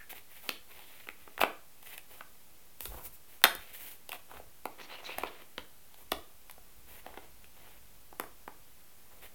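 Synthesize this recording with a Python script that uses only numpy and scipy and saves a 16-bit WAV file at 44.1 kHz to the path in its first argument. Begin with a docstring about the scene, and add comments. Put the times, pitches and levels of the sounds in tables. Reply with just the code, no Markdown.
"""A hollow plastic toy gun knocks and snaps as it is turned over and its muzzle piece is twisted on.
Each catch that snaps and each part that bumps makes the shell ring for a moment.
In between, plastic and skin rub, tight parts squeal and the seams creak.
A small room echoes the toy, over the hiss of a close microphone and a low rumble of stirred air."""
import sys
import numpy as np
from scipy import signal
from scipy.fft import rfft, irfft
from scipy.io import wavfile
from scipy.ndimage import uniform_filter1d

SR = 44100
rng = np.random.default_rng(int(sys.argv[2]) if len(sys.argv) > 2 else 0)


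def persist_wave(psi):
    """Save psi, clipped to +-1, as 16-bit WAV."""
    counts = np.round(np.clip(psi, -1, 1) * 32767).astype(np.int16)
    wavfile.write(sys.argv[1], SR, np.atleast_2d(counts).T)


N = 411894
TIME = np.arange(N) / SR

# Tone curves: how strong each pitch is in a sound. Columns: pitch_hz, level_db
HISS_CURVE = [(20, 7), (60, 10), (110, 8.5), (200, 5.5), (770, 2.5), (1700, -1), (2600, -1), (5400, -3),
              (8100, -2.5), (13700, 1), (16100, 0), (18000, -9.5)]  # the microphone's own noise
RUMBLE_CURVE = [(12, -11), (28, -3.5), (65, -0.5), (100, -14), (180, -15.5), (400, -38)]  # stirred air
WALL_CURVE = [(100, -10), (300, 0.5), (1000, -2.5), (2500, -3.5), (5000, -2), (10000, -1.5), (17000, -11.5)]  # what the walls send back
DRONE_CURVE = [(60, -49), (200, -8), (380, 0), (780, 2), (1100, -1), (1500, -6), (2300, -31.5)]  # the hollow shell, shaken by small slips
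SCRAPE_CURVE = [(900, -36.5), (1500, -6), (2000, 4.5), (2700, 2.5), (3300, -1), (3900, -3.5), (4900, -12),
                (7000, -25.5), (10000, -31)]  # plastic on plastic
SWISH_CURVE = [(2500, -21), (5000, -10), (7500, -5.5), (10000, -1), (13500, 5), (15500, 5.5), (18000, -12)]  # skin on plastic
TICK_CURVE = [(1500, -36.5), (4000, -5.5), (5200, -5), (7200, -9.5), (8500, -3), (10000, 0.5), (11500, 0),
              (13200, 6.5), (15000, -1.5), (18000, -11)]  # the spot where two parts hit

# Big movements that stir the air and the desk. Columns: start_s, length_s, level_db
BIG_MOVES = [(1.39, .06, -57), (2.81, 0.23, -52), (3.0, .14, -58.5), (3.42, .1, -60.5), (3.53, 0.11, -58),
             (4.29, 0.23, -63), (5.15, 0.14, -61), (5.57, 0.072, -63), (6.1, 0.12, -54.5), (6.2, 2.74, -66),
             (9.1, 0.22, -66), (6.87, 0.11, -62), (8.18, 0.091, -58)]
# Squeals of tightly fitting plastic. 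Columns: start_s, end_s, pitch_hz, width_hz, level_db
TIGHT_SQUEALS = [(-.06, 0.058, 1750, 520, -52.5), (0.463, 0.602, 3250, 800, -53),
                 (0.724, 0.964, 3340, 700, -64), (3.806, 3.96, 3140, 402, -64),
                 (4.81, 4.867, 4400, 450, -57), (4.804, 4.86, 5540, 1100, -58),
                 (4.897, 4.97, 4040, 450, -56), (4.91, 5.02, 2850, 350, -53), (5.046, 5.08, 4000, 500, -45),
                 (5.03, 5.093, 5600, 1300, -55.5), (5.064, 5.168, 2560, 500, -46.5),
                 (5.09, 5.15, 3670, 450, -52), (6.114, 6.123, 4200, 2420, -42)]
# Rubbing strokes: the hands shift, lift the toy, shove the muzzle piece along and twist it.
# Columns: start_s, length_s, scrape_db, drone_db, swish_db (the last two are added to scrape_db)
RUB_STROKES = [ (0.091, 0.044, -51.5, -12.5, 3.5), (0.142, 0.063, -55.5, -7.5, 0),
               (0.276, 0.23, -63, -8, 3), (0.411, 0.16, -59.5, 1.5, 4), (0.664, 0.23, -61.5, -3.5, -0.5),
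               (0.822, .3, -62, -7, -1.5), (1.13, 0.28, -68, -6, -2), (1.403, 0.031, -33, -5, -4),
               (1.815, .19, -59, -8, 3), (2.077, 0.17, -62.5, -1, 3.5), (2.792, 0.13, -68.5, -16, 18.5),
               (2.881, .22, -65.5, 10, 9.5), (3.032, 0.057, -61, -11, 14), (3.118, 0.055, -76.5, -9, 19),
               (3.274, 0.12, -65, -4, 3.5), (3.57, 0.2, -57.5, -8, -3), (3.726, 0.07, -55.5, -11, 4.5),
               (3.77, .21, -58, -7, 6), (4.1, .08, -56.5, 0, 1), (4.283, 0.14, -60, 5.5, -2),
               (4.695, 0.14, -72, 1, -6), (4.776, 0.1, -53.5, -0.5, -15), (4.857, 0.22, -55.5, 0, -18),
               (5.029, 0.15, -48.5, -4, -14), (5.154, 0.11, -51, -2, -10), (5.248, 0.058, -45.5, -5.5, -23),
               (5.263, 0.22, -61.5, 0.5, -18), (5.961, 0.097, -70.5, 3, 8), (6.866, 0.16, -60, -2, 2.5),
               (6.995, 0.35, -65, 3.5, -7), (7.536, .27, -65.5, -0.5, -3), (9.082, 0.16, -71.5, 6, 2),
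               (9.213, 0.072, -57.5, -1, 0)]
# Faint, steady rubbing of hands that never quite rest. Columns: scrape_db, drone_db, swish_db
RESTING_RUB = (-78, -80, -74.5)
# The shell's own tones, cut short by the hands. Columns: pitch_hz, ring_s (time to fade 60 dB), level_db
SHELL_TONES = [(328.5, 0.011, -1), (462, 0.01394, 0.5), (700, 0.025, -1), (790, 0.026, 2),
               (960, 0.013, -1.5), (1075, 0.023, -4), (1332, 0.014, -0.5), (1500, 0.036, -4),
               (1870, 0.0064, 9), (2300, 0.0086, 2.5), (2610, 0.019, 1), (2960, 0.0076, 3),
               (3540, 0.011, -2), (4000, 0.0047, -3), (5030, .007, -12)]
# Knocks and snaps: the toy is tilted, a catch snaps home, the muzzle piece goes in and is twisted.
# Columns: start_s, level_db, thump_db, clack_db, tick_db, knock_pitch_hz, clack_pitch_hz
# (thump_db, clack_db and tick_db are added to level_db)
HITS = [ (0.129, -24.5, -3, 1, -14, 850, 2230), (0.4915, -11, -6, 7, -1.5, 1350, 3240),
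        (0.792, -32.5, -15, 3, -1, 800, 2660), (1.071, -28.5, -2, 0, -9, 860, 2300),
        (1.088, -22, -1.5, 8, -6, 1500, 1830), (1.276, -24.5, -4, -9, -21, 914, 2150),
        (1.379, -22, -10, 6.5, -6, 1170, 2100), (1.393, -13.5, -12, -17, -14, 930, 2550),
        (1.414, 1, -23, -3.5, -36, 896, 2380), (1.435, 3.5, -10, -4.5, -21, 995, 2360),
        (1.828, -33, -20, 0.5, 2, 940, 2790), (1.979, -24, -14, 5.5, 5, 1420, 2100),
        (2.208, -17, -25, -8, -30, 1310, 2060), (2.8067, -27, -4, 5.5, 12.5, 1050, 3200),
        (2.855, -21.5, -1.5, 3, 6, 1170, 3500), (3.417, -29, -7, -5, -3, 1210, 2420),
        (3.4398, 2.5, -22, 8.5, 3.5, 1220, 3100), (3.445, -1.5, -20, 0, -3, 1020, 2420),
        (3.452, 3, -28, -19, -13, 1270, 2990), (3.4545, 1.5, -19, -21, -20, 1350, 2960),
        (3.551, -24.5, 2.5, -11, 9, 1250, 2140), (4.092, -19, -8, -1.5, 1, 770, 3440),
        (4.1188, -25, -27, 11.5, 4, 1060, 2550), (4.129, -17, -31, -3.5, -7, 840, 2700),
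        (4.314, -21.5, -19, -18, -15, 960, 2210), (4.399, -25, 0, -18, -18, 745, 2190),
        (4.655, -8, -3.5, -11, -12, 720, 2470), (5.184, -9.5, -5.5, -5.5, -3, 740, 2300),
        (5.222, -32, 0, 9, -1, 930, 2240), (5.235, -5, -6, -7.5, -22, 790, 2330),
        (5.42, -33.5, 3, 1, -1, 1080, 2360), (5.58, -16, 2, 3.5, -14, 845, 2900),
        (5.943, -33, -16.5, 0.5, -1.5, 980, 3050), (6.1184, -15.5, -1, 9, 5.5, 840, 3640),
        (6.120, -3, -6.5, -8, -22, 840, 2460), (6.497, -27, -22, 0, -1, 810, 2660),
        (6.511, -41, -9, 5, 17.5, 1020, 3520), (6.58, -31, -2.5, -19, -14, 770, 2120),
        (7.064, -19, -5, -6, -13, 800, 2420), (7.141, -27, -7, -16, -15, 1280, 2710),
        (7.174, -16.5, -2.5, -8, -23, 790, 2300), (7.443, -40, 0, 8.5, 1, 1200, 2610),
        (8.127, -23.5, -7, -20, -15, 770, 2440), (8.198, -10, -1.5, -3.5, -2, 1007, 2300),
        (8.238, -21, -12, -21, -15, 1100, 2130), (8.478, -15.5, -6, -13.5, -17, 1020, 1880)]


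def undb(db):
    """Turn decibels into a number to multiply by."""
    return 10 ** (np.asarray(db) / 20)


def unit_energy(x):
    """Scale a short sound to a total energy of one."""
    return x / np.sqrt(np.sum(x ** 2))


def unit_level(x):
    """Scale a long sound to a typical size of one."""
    return x / np.std(x)


def fade(t, ring_s):
    """A fade that drops 60 dB every ring_s seconds."""
    return np.exp(-np.log(1000) * t / ring_s)


def colour(x, curve, size=4096):
    """Filter a sound so that it follows a tone curve."""
    hz, db = np.transpose(curve)
    grid_hz = np.maximum(np.arange(size // 2 + 1) * SR / size, 1)
    gain = undb(np.interp(np.log(grid_hz), np.log(hz), db))
    # fold the filter so that it never rings before the sound arrives
    folded = irfft(np.log(gain))
    folded[1:size // 2] *= 2
    folded[size // 2 + 1:] = 0
    return signal.oaconvolve(x, irfft(np.exp(rfft(folded))))[:len(x)]


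def wander(per_s):
    """A random drift up and down, with a typical size of one."""
    points = rng.standard_normal(N // 20)
    return unit_level(np.interp(TIME * per_s, np.arange(len(points)), points))


def even_noise(shape, band_hz):
    """A burst of noise with the given shape, evened out over bands wider than band_hz."""
    n = len(shape)
    spectrum = rfft(rng.standard_normal(n) * shape, 2 * n)
    power = uniform_filter1d(np.abs(spectrum) ** 2, max(int(2 * n * band_hz / SR), 1))
    return irfft(spectrum / np.sqrt(power))[:n]


def movements(rows, build_share=0.21, let_go_share=0.32, ease_db=1.5):
    """Strength of movements over time: each builds up, eases off a little and lets go."""
    power = np.zeros(N)
    for start_s, length_s, level_db in rows:
        span = slice(*np.searchsorted(TIME, [start_s, start_s + length_s]))
        done = (TIME[span] - start_s) / length_s
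        shape = np.clip(np.minimum(done / build_share, (1 - done) / let_go_share), 0, 1)
        power[span] += (shape * undb(level_db - ease_db * (done - 1.5))) ** 2
    return np.sqrt(power)


def slips(per_s, spread_db, smooth):
    """Surfaces stick and let go: many tiny uneven clicks over the noise of smooth sliding."""
    sizes = rng.standard_normal(N) * undb(spread_db * rng.standard_normal(N))
    clicks = unit_level(sizes * (rng.random(N) < per_s / SR))
    return unit_level(clicks + smooth * rng.standard_normal(N))


def background(hiss_db=-60.5, still_air_db=-75.5):
    """Even microphone hiss, and a low rumble that swells when big movements stir the air."""
    hiss = unit_level(colour(rng.standard_normal(N), HISS_CURVE))
    rumble = unit_level(colour(rng.standard_normal(N), RUMBLE_CURVE))
    stir = np.hypot(undb(still_air_db), movements(BIG_MOVES))
    return undb(hiss_db) * hiss + stir * rumble


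def room(x, ring_s=0.33, treble_loss_s=0.25, treble_hz=3500, tail_db=-7.5, ceiling_s=0.012, ceiling_db=-13):
    """A small room sends back one ceiling echo and a short tail whose treble dies first."""
    t = TIME[:SR * 2 // 3]
    build = np.minimum(t / .008, 1) ** 2  # the nearest walls take a moment to answer
    tail = even_noise(fade(t, ring_s) * build, band_hz=70)
    low = signal.sosfiltfilt(signal.butter(2, treble_hz, fs=SR, output="sos"), tail)
    treble = (tail - low) * np.exp(-t / treble_loss_s)
    echoes = undb(tail_db) * unit_energy((low + treble) * build)
    echoes[int(ceiling_s * SR)] += undb(ceiling_db)
    return signal.oaconvolve(x, colour(echoes, WALL_CURVE))[:N]


def hand_strokes():
    """How strong the scrape, drone and swish are over time: strokes on top of faint steady rubbing."""
    start_s, length_s, scrape_db, drone_db, swish_db = np.transpose(RUB_STROKES)
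    layers_db = (scrape_db, scrape_db + drone_db, scrape_db + swish_db)
    return [np.hypot(movements(zip(start_s, length_s, level_db)), undb(resting_db))
            for level_db, resting_db in zip(layers_db, RESTING_RUB)]


def creaks(strength, per_s=28, spread_db=3, gain_db=-7):
    """While the toy is gripped, its seams let go in stray little ticks."""
    lets_go = rng.random(N) < per_s / SR
    sizes = undb(spread_db * np.clip(rng.standard_normal(N), -2, 2))
    return strength * undb(gain_db) * unit_level(colour(lets_go * sizes, DRONE_CURVE))


def squeals(gain_db=-1):
    """Where the fit is tight, the slips gather around one pitch that swells and dies away."""
    slipping = slips(per_s=1300, spread_db=3.5, smooth=0.93)
    out = np.zeros(N)
    for start_s, end_s, pitch_hz, width_hz, level_db in TIGHT_SQUEALS:
        peak = signal.iirpeak(pitch_hz, pitch_hz / (width_hz * np.sqrt(2)), fs=SR)
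        tone = unit_level(signal.lfilter(*peak, signal.lfilter(*peak, slipping)))
        span = (TIME > start_s) & (TIME < end_s)
        swell = np.sin(np.pi * (TIME[span] - start_s) / (end_s - start_s))
        out[span] += undb(level_db + gain_db) * tone[span] * swell
    return out


def rubbing(scrape_strength, drone_strength, swish_strength, grip_db=2.5, scrape_db=-1, drone_db=-2):
    """Parts scrape in fits and starts, the same slips drone in the shell, and skin swishes over it."""
    grip = undb(grip_db * wander(per_s=70))
    plastic = slips(per_s=1100, spread_db=0.5, smooth=1.0) * grip
    skin = slips(per_s=4000, spread_db=1.5, smooth=1.283) * np.sqrt(grip)
    scrape = scrape_strength * undb(scrape_db) * unit_level(colour(plastic, SCRAPE_CURVE))
    drone = drone_strength * undb(drone_db) * unit_level(colour(plastic, DRONE_CURVE))
    swish = swish_strength * unit_level(colour(skin, SWISH_CURVE))
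    return scrape + drone + swish


def contact_tick(t, ring_s=.0058, chatter_s=0.04, chatter_db=-19):
    """A bright, gritty tick where two parts meet, with a fainter chatter that lasts longer."""
    shape = fade(t, ring_s) + undb(chatter_db) * fade(t, chatter_s)
    return unit_energy(colour(even_noise(shape, band_hz=1517), TICK_CURVE))


def crack(t, pitch_hz, ring_s=0.012, pitch_ratio=1.312, level_db=0.5):
    """Many crowded shell tones die so fast that they blur into a burst of noise around one pitch."""
    band = signal.butter(2, [pitch_hz / pitch_ratio, pitch_hz * pitch_ratio], "band", fs=SR)
    burst = even_noise(fade(t, ring_s), band_hz=602)
    return undb(level_db) * unit_energy(signal.lfilter(*band, burst))


def shell_ring(t, knock_hz, clack_hz, detune=0.045, scatter_db=1.5, db_per_octave=7, travel_s=.0008):
    """One hit rings the shell's tones, returned in three groups: low, middle and high."""
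    pitch_hz, ring_s, level_db = np.transpose(SHELL_TONES)
    group = np.digitize(pitch_hz, [600, 1700])
    shift, scatter, direction = rng.standard_normal((3, len(pitch_hz)))
    # the spot that is hit favours tones near its own pitch
    octaves_away = np.abs(np.log2(pitch_hz / np.choose(group, [pitch_hz, knock_hz, clack_hz])))
    gain = np.sign(direction) * undb(level_db + scatter_db * scatter - db_per_octave * octaves_away)
    held_hz = pitch_hz * (1 + detune * shift)  # the grip puts each tone a little out of tune
    # the shake reaches the far panels late, so the tones do not start together
    age = np.maximum(t - travel_s * rng.random((len(pitch_hz), 1)), 0)
    tones = gain[:, None] * fade(age, ring_s[:, None]) * np.sin(2 * np.pi * held_hz[:, None] * age)
    return [unit_energy(tones[group == k].sum(axis=0)) for k in range(3)]


def knocks(thump_trim_db=-0.5, bass_cut_hz=220):
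    """Each hit on the shell is a hollow thump, a knock, a hard clack and a tick, all at once."""
    t = TIME[:SR // 12]
    out = np.zeros(N + len(t))
    for start_s, level_db, thump_db, clack_db, tick_db, knock_hz, clack_hz in HITS:
        low, middle, high = shell_ring(t, knock_hz, clack_hz)
        tick = undb(tick_db) * contact_tick(t)
        thump = undb(thump_db + thump_trim_db) * low
        knock = unit_energy(middle + crack(t, knock_hz))
        clack = undb(clack_db) * unit_energy(high + crack(t, clack_hz))
        start = int(start_s * SR)
        out[start:start + len(t)] += undb(level_db) * (thump + knock + clack + tick)
    # a small shell gives off little bass
    return signal.sosfilt(signal.butter(3, bass_cut_hz, "high", fs=SR, output="sos"), out[:N])


def scene():
    """The toy, its echo in the room and the background, in one channel."""
    scrape, drone, swish = hand_strokes()
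    toy = knocks() + rubbing(scrape, drone, swish) + squeals() + creaks(drone)
    return (toy + room(toy) + background())[None]


def record(dry, top_hz=18300, offset=.0028):
    """The microphone's electronics clip at full level, cut the highest treble and sit just off zero."""
    treble_cut = signal.ellip(9, .1, 70, top_hz, fs=SR, output="sos")
    return signal.sosfilt(treble_cut, np.clip(dry, -1, 1)) + offset


dry = scene()
out = record(dry)
persist_wave(out)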